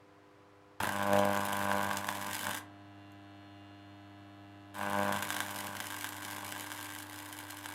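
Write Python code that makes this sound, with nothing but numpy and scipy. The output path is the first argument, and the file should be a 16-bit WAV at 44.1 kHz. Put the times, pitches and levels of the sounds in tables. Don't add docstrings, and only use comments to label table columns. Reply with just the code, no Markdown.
import sys
import numpy as np
from scipy import signal
from scipy.io import wavfile
from scipy.ndimage import uniform_filter1d

SR = 44100
rng = np.random.default_rng(int(sys.argv[2]) if len(sys.argv) > 2 else 0)


def unload_audio(sound):
    columns = np.transpose(np.atleast_2d(sound))
    steps = np.round(np.clip(columns, -1, 1) * 32767)
    wavfile.write(sys.argv[1], SR, steps.astype(np.int16))


N = 341334
T = np.arange(N) / SR

MAINS_HZ, POWER_ON_S = 50.03, .802
FULL_FLAME_DB, SPOT_DB = -42.5, -63

# start, end, time to catch and time to die, all in seconds.
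BURN_TIMES = [(0.8012, 2.598, 0.0015, 0.016), (4.732, 7.8, 0.024, .01)]
# time in seconds, size in dB.
FLAME_SIZE = [(0.82, -50), (0.88, -47.5), (1.02, -41.5), (1.15, -33.5), (1.28, -36.5), (1.48, -45),
              (1.75, -39), (2.05, -51.0), (2.28, -50), (2.38, -61.5), (2.49, -45), (2.58, -62.0),
              (4.77, -53.5), (4.83, -42.5), (4.91, -44), (4.98, -38), (5.11, -40), (5.3, -56),
              (5.68, -51.5), (6.0, -65), (6.3, -57), (6.58, -57), (6.68, -68), (7.72, -73.5)]
# multiple of the half-cycle rate, level in dB.
THUMP_COLOUR = [(1, -15), (2, -5.5), (3, -12), (4, -22), (5, -4.5), (6, 4.5), (7, -3.5), (8, 1.5), (9, -1),
                (10, 2.5), (11, -1.5), (12, -6.5), (13, -41), (14, -8.5), (15, -2.5), (16, -4.5), (17, -13),
                (18, -31), (19, -49), (20, -17.5)]
# frequency in Hz, level in dB.
ROAR_COLOUR = [(50, -78), (90, -1), (160, -8), (400, -4), (650, -3.5), (1050, 7.5), (1300, -4), (1550, 3.5),
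               (2000, -8.5), (3300, -9.5), (5000, -23.5), (16000, -55)]
POP_COLOUR = [(60, -49), (150, 2), (400, -13), (700, 5.5), (1050, 15.5), (1300, 3), (1550, 14), (2000, -2),
              (3400, -5.5), (4500, -11), (16000, -22)]
SIZZLE_COLOUR = [(80, -36), (250, 2), (450, -4), (1000, -3), (1300, -30), (1550, -20), (1900, 3), (3000, 2),
                 (3550, 0), (4200, -0.5), (5600, -4), (8000, -0.5), (11000, -0.5), (14000, -1),
                 (16000, -18)]
SPARK_COLOUR = [(80, -32), (250, 2), (450, -7), (750, 8), (1080, 11.5), (1300, 5), (1570, 20), (1900, 2),
                (3000, 3.5), (3450, 9), (4200, -5.5), (8000, 0), (13000, -4.5), (16000, -12)]
# start in seconds, level in dB.
POP_TIMES = [(0.805, -27.5), (0.872, -24), (1.716, -18), (1.812, -24), (1.912, -20), (1.968, -32),
             (2.045, -24.5), (2.089, -17), (2.469, -19), (4.944, -30), (5.284, -28), (6.718, -48),
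             (7.657, -34)]
HARD_SPARKS = [(1.132, -18), (1.2112, -40), (1.8452, -23), (5.1235, -19), (5.1624, -22.5), (5.2236, -18),
               (5.3033, -15), (5.3231, -23.5), (5.3428, -24), (5.3653, -18), (5.4032, -14), (5.8018, -18.5),
               (6.0431, -17.5), (6.5223, -20.5), (6.7166, -22.5), (7.658, -22.5)]
SPIT_TIMES = [(0.8018, -24.5), (0.8166, -29), (0.891, -20.5), (1.1905, -18), (1.5302, -16.5), (1.6327, -30),
              (1.9707, -13.5), (2.0888, -18.5), (2.35, -37), (2.4685, -17), (2.5097, -19), (2.5495, -18.5)]
# time in seconds, level in dB.
BOIL_LEVEL = [(0.85, -47), (1.09, -50), (1.35, -47.5), (1.75, -50.5), (2.24, -48), (2.37, -43.5),
              (2.58, -46.0), (4.82, -51.5), (5.0, -52.5), (5.2, -48), (5.55, -48.5), (5.72, -53),
              (5.87, -48.5), (6.15, -50), (6.93, -50), (7.03, -54.0), (7.72, -54)]
# place and width as shares of it, level in dB.
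SIZZLE_IN_CYCLE = [(.15, .06, 14.5), (.36, .025, 10.5), (.44, 0.03, 13), (.65, 0.11, 16.5),
                   (.83, 0.022, -33)]
# place as a share of it, level in dB.
SPARKS_IN_CYCLE = [(.36, 0), (.63, -4.5), (0.837, -2.5)]
# multiple of the half-cycle rate, level in dB.
CONTACT_HUM = [(1, 0), (2, -6.5), (3, 1.5), (4, -14), (5, -46), (6, -10), (7, -5.5), (8, -11), (9, -22),
               (10, -12), (11, -21), (12, -63), (13, -15), (14, -22), (15, -17), (16, -16.5), (17, -13.5),
               (18, -21), (19, -22), (20, -16.5)]
BURNING_HUM = [(1, 3), (2, -95), (3, 6.5), (4, -12)]
# frequency in Hz, level in dB.
RATTLE_COLOUR = [(1800, -53), (2100, -16), (2300, -9), (2650, -9), (2830, 3), (3100, -9), (3500, -4),
                 (3700, -12), (3900, -18), (4250, -5), (4600, -36), (5500, -29), (7300, -29), (15000, -38)]
# time in seconds, level in dB.
RATTLE_LEVEL = [(2.8, -69.5), (2.81, -69), (3.382, -66), (4.65, -68)]
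FIZZ_LEVEL = [(2.6, -100), (3.6, -107), (4.0, -89), (4.7, -88), (4.8, -100)]
# time in seconds, level in dB.
TICK_TIME = [(3.12, -47)]
# frequency in Hz, level in dB.
GLASS_COLOUR = [(1000, -9), (4500, -39), (6500, -2), (7600, -4), (9000, -17), (12000, 0), (16000, -28)]
AIR_COLOUR = [(15, -37), (25, -14), (49, -23), (99, -6), (246, -14.5), (297, -14), (349, -9), (410, -19),
              (445, -16), (495, -10), (552, -12), (997, -11.5), (1200, -12), (15500, -47)]
# frequency in Hz (rounded later to a mains multiple), level in dB.
IDLE_TONES = [(102.3, -70), (301.5, -66.5), (398.4, -68), (500.6, -67.5), (699.8, -75.5), (1001, -72)]
# delay in seconds, relative strength.
BENCH_PATHS = [(0, 1), (.000995, .24)]
# frequency in Hz, seconds to fade by 60 dB.
ROOM_DECAY = [(150, 1), (1000, 0.42), (3000, 0.23), (8000, 0.18), (15000, 0.13)]


def thumps(flame, jitter_s=.00037, scatter_db=6, uneven_db=1.08, ring_hz=900):
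    times = half_cycles(.005)
    late, weak = np.clip(rng.standard_normal((len(times), 2)).T, -2, 2) * unsteadiness(flame, times)
    side = np.where(np.arange(len(times)) % 2, 1, -1)
    pulses = clicks(times + jitter_s * late, -amp(scatter_db * weak + uneven_db * side))
    overtones = [(2 * MAINS_HZ * k, db) for k, db in THUMP_COLOUR]
    treble = [(2700, -18), (3500, -31), (4500, -78), (12000, -96)]
    sound = colour(pulses, [(50, -25)] + overtones + treble, suddenness=.45)
    poles = signal.iirpeak(ring_hz, .8, SR)[1]
    for _ in range(2):
        sound = signal.lfilter(poles[::-1], poles, sound)
    bass, below_knock = band(sound, 30, 380), band(sound, 30, 760)
    growl = (below_knock - bass) / np.std(band(sound, 450, 750))
    knock = (sound - below_knock) / np.std(band(sound, 780, 1800))
    growl_db, knock_db = thump_levels(flame)
    return unit(bass) * amp(flame + .5) + growl * amp(growl_db) + knock * amp(knock_db)


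def thump_levels(flame, full_knock_db=-36, cold_db=-3):
    size = np.maximum(flame, SPOT_DB)
    above_full = np.maximum(size - FULL_FLAME_DB, 0)
    below_full = np.maximum(FULL_FLAME_DB - size, 0)
    growl_db = size - 1.26 + 1.02 * above_full
    knock_db = full_knock_db - below_full + .1 * above_full
    return np.array([growl_db, knock_db]) + cold_db * coldness()


def unsteadiness(flame, times):
    shortness = np.clip((FULL_FLAME_DB - flame) / (FULL_FLAME_DB - SPOT_DB), 0, 1)
    return np.interp(times, T, .14 + .18 * shortness + coldness())


def coldness(warm_up_s=.087):
    return np.exp(-(np.maximum(T - POWER_ON_S, 0) / warm_up_s) ** 2)


def burning():
    return sum(np.clip((T - start) / catch, 0, 1) * np.clip((end - T) / die, 0, 1)
               for start, end, catch, die in BURN_TIMES)


def roar(flame, puff_db=6, scatter_db=3, break_up_db=-58, cold_db=14.5):
    times = half_cycles(.0056)
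    sizes = np.interp(T, times, np.clip(rng.standard_normal(len(times)), -2, 2))
    beat = np.cos(2 * np.pi * (2 * MAINS_HZ * T - .56))
    puffs = amp(puff_db * beat + scatter_db * sizes) * rng.standard_normal(N)
    level_db = -44 + .56 * (np.maximum(flame, SPOT_DB) - FULL_FLAME_DB)
    level_db += .03 * np.maximum(flame - break_up_db, 0)
    return unit(colour(puffs, ROAR_COLOUR)) * amp(level_db + cold_db * coldness())


def pops(gain_db=13):
    times, db = np.transpose(POP_TIMES)
    return colour(clicks(times, amp(db + gain_db)), POP_COLOUR)


def boiling(strike_db=2, strike_s=.017, flutter_hz=12, flutter_db=.4):
    flares = sum(strike_db * np.exp(-((T - start) / strike_s) ** 2) for start, *_ in BURN_TIMES)
    rates = np.geomspace(flutter_hz / 4, flutter_hz, 20)
    coarse_t = T[::100]
    flutter = unit(sum(np.sin(2 * np.pi * (hz * coarse_t + rng.random())) for hz in rates))
    return curve(BOIL_LEVEL) + flares + flutter_db * np.interp(T, coarse_t, flutter)


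def sizzle(boil, gain_db=.5, flare_db=6.5, grain_db=3, grains_per_s=9000):
    cycle, phase = np.divmod(MAINS_HZ * T, 1)
    chance = rng.standard_normal((int(cycle[-1]) + 1, len(SIZZLE_IN_CYCLE), 2))
    chance = np.clip(chance, -1.4, 1.4)[cycle.astype(int)]
    heat = .56
    for k, (centre, width, db) in enumerate(SIZZLE_IN_CYCLE):
        flare, shift = chance[:, k].T
        offset = (phase - centre) / width - .83 * shift
        heat = heat + amp(db + flare_db * flare) * np.exp(-offset ** 2)
    grains = (rng.random(N) < grains_per_s / SR) * rng.standard_normal(N)
    grains *= amp(grain_db * np.minimum(rng.exponential(1, N), 3))
    return unit(colour(heat * grains, SIZZLE_COLOUR)) * amp(boil + gain_db)


def sparks(boil, small_gain_db=21, hard_gain_db=9, scatter_db=11.5, crack_delay_s=.0013):
    starts, hard_db = np.transpose(HARD_SPARKS)
    cracks = clicks(starts + crack_delay_s, amp(hard_db + hard_gain_db))
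    for place, place_db in SPARKS_IN_CYCLE:
        times = np.arange(0, T[-1], 1 / MAINS_HZ) + place / MAINS_HZ
        late, size = np.clip(rng.standard_normal((len(times), 2)).T, -3, .9)
        level_db = np.interp(times, T, boil) + small_gain_db + place_db + scatter_db * size
        cracks += clicks(times + .0002 * late, amp(level_db))
    return colour(cracks, SPARK_COLOUR)


def spits(rise_s=.00048, gain_db=8):
    bursts = np.zeros(N)
    for start, db in SPIT_TIMES:
        age = np.maximum(T - start, 0) / rise_s
        burst = age * np.exp(-np.minimum(age, 50)) * rng.standard_normal(N)
        bursts += amp(db + gain_db) * burst / np.linalg.norm(burst)
    return colour(bursts, SPARK_COLOUR)


def transformer_hum(lit, level_db=-53.5):
    return amp(level_db) * ((1 - lit) * core_tones(CONTACT_HUM) + lit * core_tones(BURNING_HUM))


def core_tones(overtones):
    return unit(sum(amp(db) * np.cos(2 * np.pi * (2 * MAINS_HZ * k * T + k * k / 9))
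                    for k, db in overtones))


def transformer_rattle(creep_s=.00007):
    pulls, releases = half_cycles(.00194), half_cycles(.0089)
    drift = unit(uniform_filter1d(rng.standard_normal(len(releases)), size=60))
    ticks = clicks(pulls, .51) + clicks(releases + creep_s * drift, .78)
    return unit(colour(ticks, RATTLE_COLOUR)) * amp(curve(RATTLE_LEVEL))


def tube(tick_gain_db=3):
    times, db = np.transpose(TICK_TIME)
    pulsing = np.cos(2 * np.pi * MAINS_HZ * T) ** 2
    fizz = unit(pulsing * rng.standard_normal(N)) * amp(curve(FIZZ_LEVEL))
    return colour(clicks(times, amp(db + tick_gain_db)) + fizz, GLASS_COLOUR)


def bench(sound):
    delays, gains = np.transpose(BENCH_PATHS)
    paths = [gain * np.pad(sound, (round(delay * SR), 0))[:N] for delay, gain in zip(delays, gains)]
    return sum(paths) / np.linalg.norm(gains)


def room(sound, fade_in_s=.00022):
    hz, t, noise = signal.stft(rng.standard_normal(16384), SR, nperseg=256)
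    decay = amp(-60 * t / at_frequency(ROOM_DECAY, hz)[:, None])
    tail = signal.istft(noise * decay, SR, nperseg=256)[1]
    tail *= np.clip(np.arange(len(tail)) / SR / fade_in_s, 0, 1)
    return signal.oaconvolve(sound, tail / np.linalg.norm(tail))[:N]


def background(air_db=-63.5, idle_gain_db=-1):
    idle = np.zeros(N)
    for rough_hz, db in IDLE_TONES:
        hz = np.round(rough_hz / MAINS_HZ) * MAINS_HZ
        idle += np.sqrt(2) * amp(db + idle_gain_db) * np.cos(2 * np.pi * (hz * T + rng.random()))
    air = amp(air_db) * unit(colour(rng.standard_normal(N), AIR_COLOUR))
    return air + idle * (T < POWER_ON_S)


def amp(db):
    return 10 ** (np.asarray(db) / 20)


def unit(sound):
    return sound / np.sqrt(np.mean(sound ** 2) + 1e-20)


def at_frequency(rows, hz):
    row_hz, values = np.transpose(rows)
    return np.interp(np.log(hz + 1), np.log(row_hz + 1), values)


def curve(rows):
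    return np.interp(T, *np.transpose(rows))


def colour(sound, rows, suddenness=1, size=8192):
    log_gain = np.log(amp(at_frequency(rows, abs(np.fft.fftfreq(size, 1 / SR)))))
    phase = -suddenness * signal.hilbert(log_gain).imag
    ring = np.fft.fftshift(np.fft.ifft(np.exp(log_gain + 1j * phase)).real)
    return signal.oaconvolve(sound, ring / np.linalg.norm(ring))[size // 2:][:N]


def band(sound, low_hz, high_hz):
    return signal.sosfiltfilt(signal.butter(4, [low_hz, high_hz], "band", fs=SR, output="sos"), sound)


def clicks(times, sizes):
    samples = np.clip(np.round(times * SR).astype(int), 0, N)
    return np.bincount(samples, sizes * np.ones(len(times)), N + 1)[:N]


def half_cycles(delay_s):
    return np.arange(0, T[-1], .5 / MAINS_HZ) + delay_s


def scene():
    lit, flame, boil = burning(), curve(FLAME_SIZE), boiling()
    power = np.clip((T - POWER_ON_S) / .014, 0, 1)
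    buzz = thumps(flame) * lit
    rush = roar(flame) * lit + pops()
    electrodes = (sizzle(boil) + sparks(boil) + spits()) * lit
    crackle = bench(electrodes + tube())
    hum, rattle = power * transformer_hum(lit), power * transformer_rattle()
    echoes = room(amp(-23) * buzz + amp(-9) * rush + amp(-5.5) * crackle + amp(-13) * rattle)
    return (buzz + rush + crackle + hum + rattle + echoes + background())[None]


def record(dry, cutoff_hz=15900):
    low_pass = signal.firwin(511, cutoff_hz, window=("kaiser", 9), fs=SR)
    return signal.oaconvolve(dry, low_pass[None], "same")


dry = scene()
out = record(dry)
unload_audio(out)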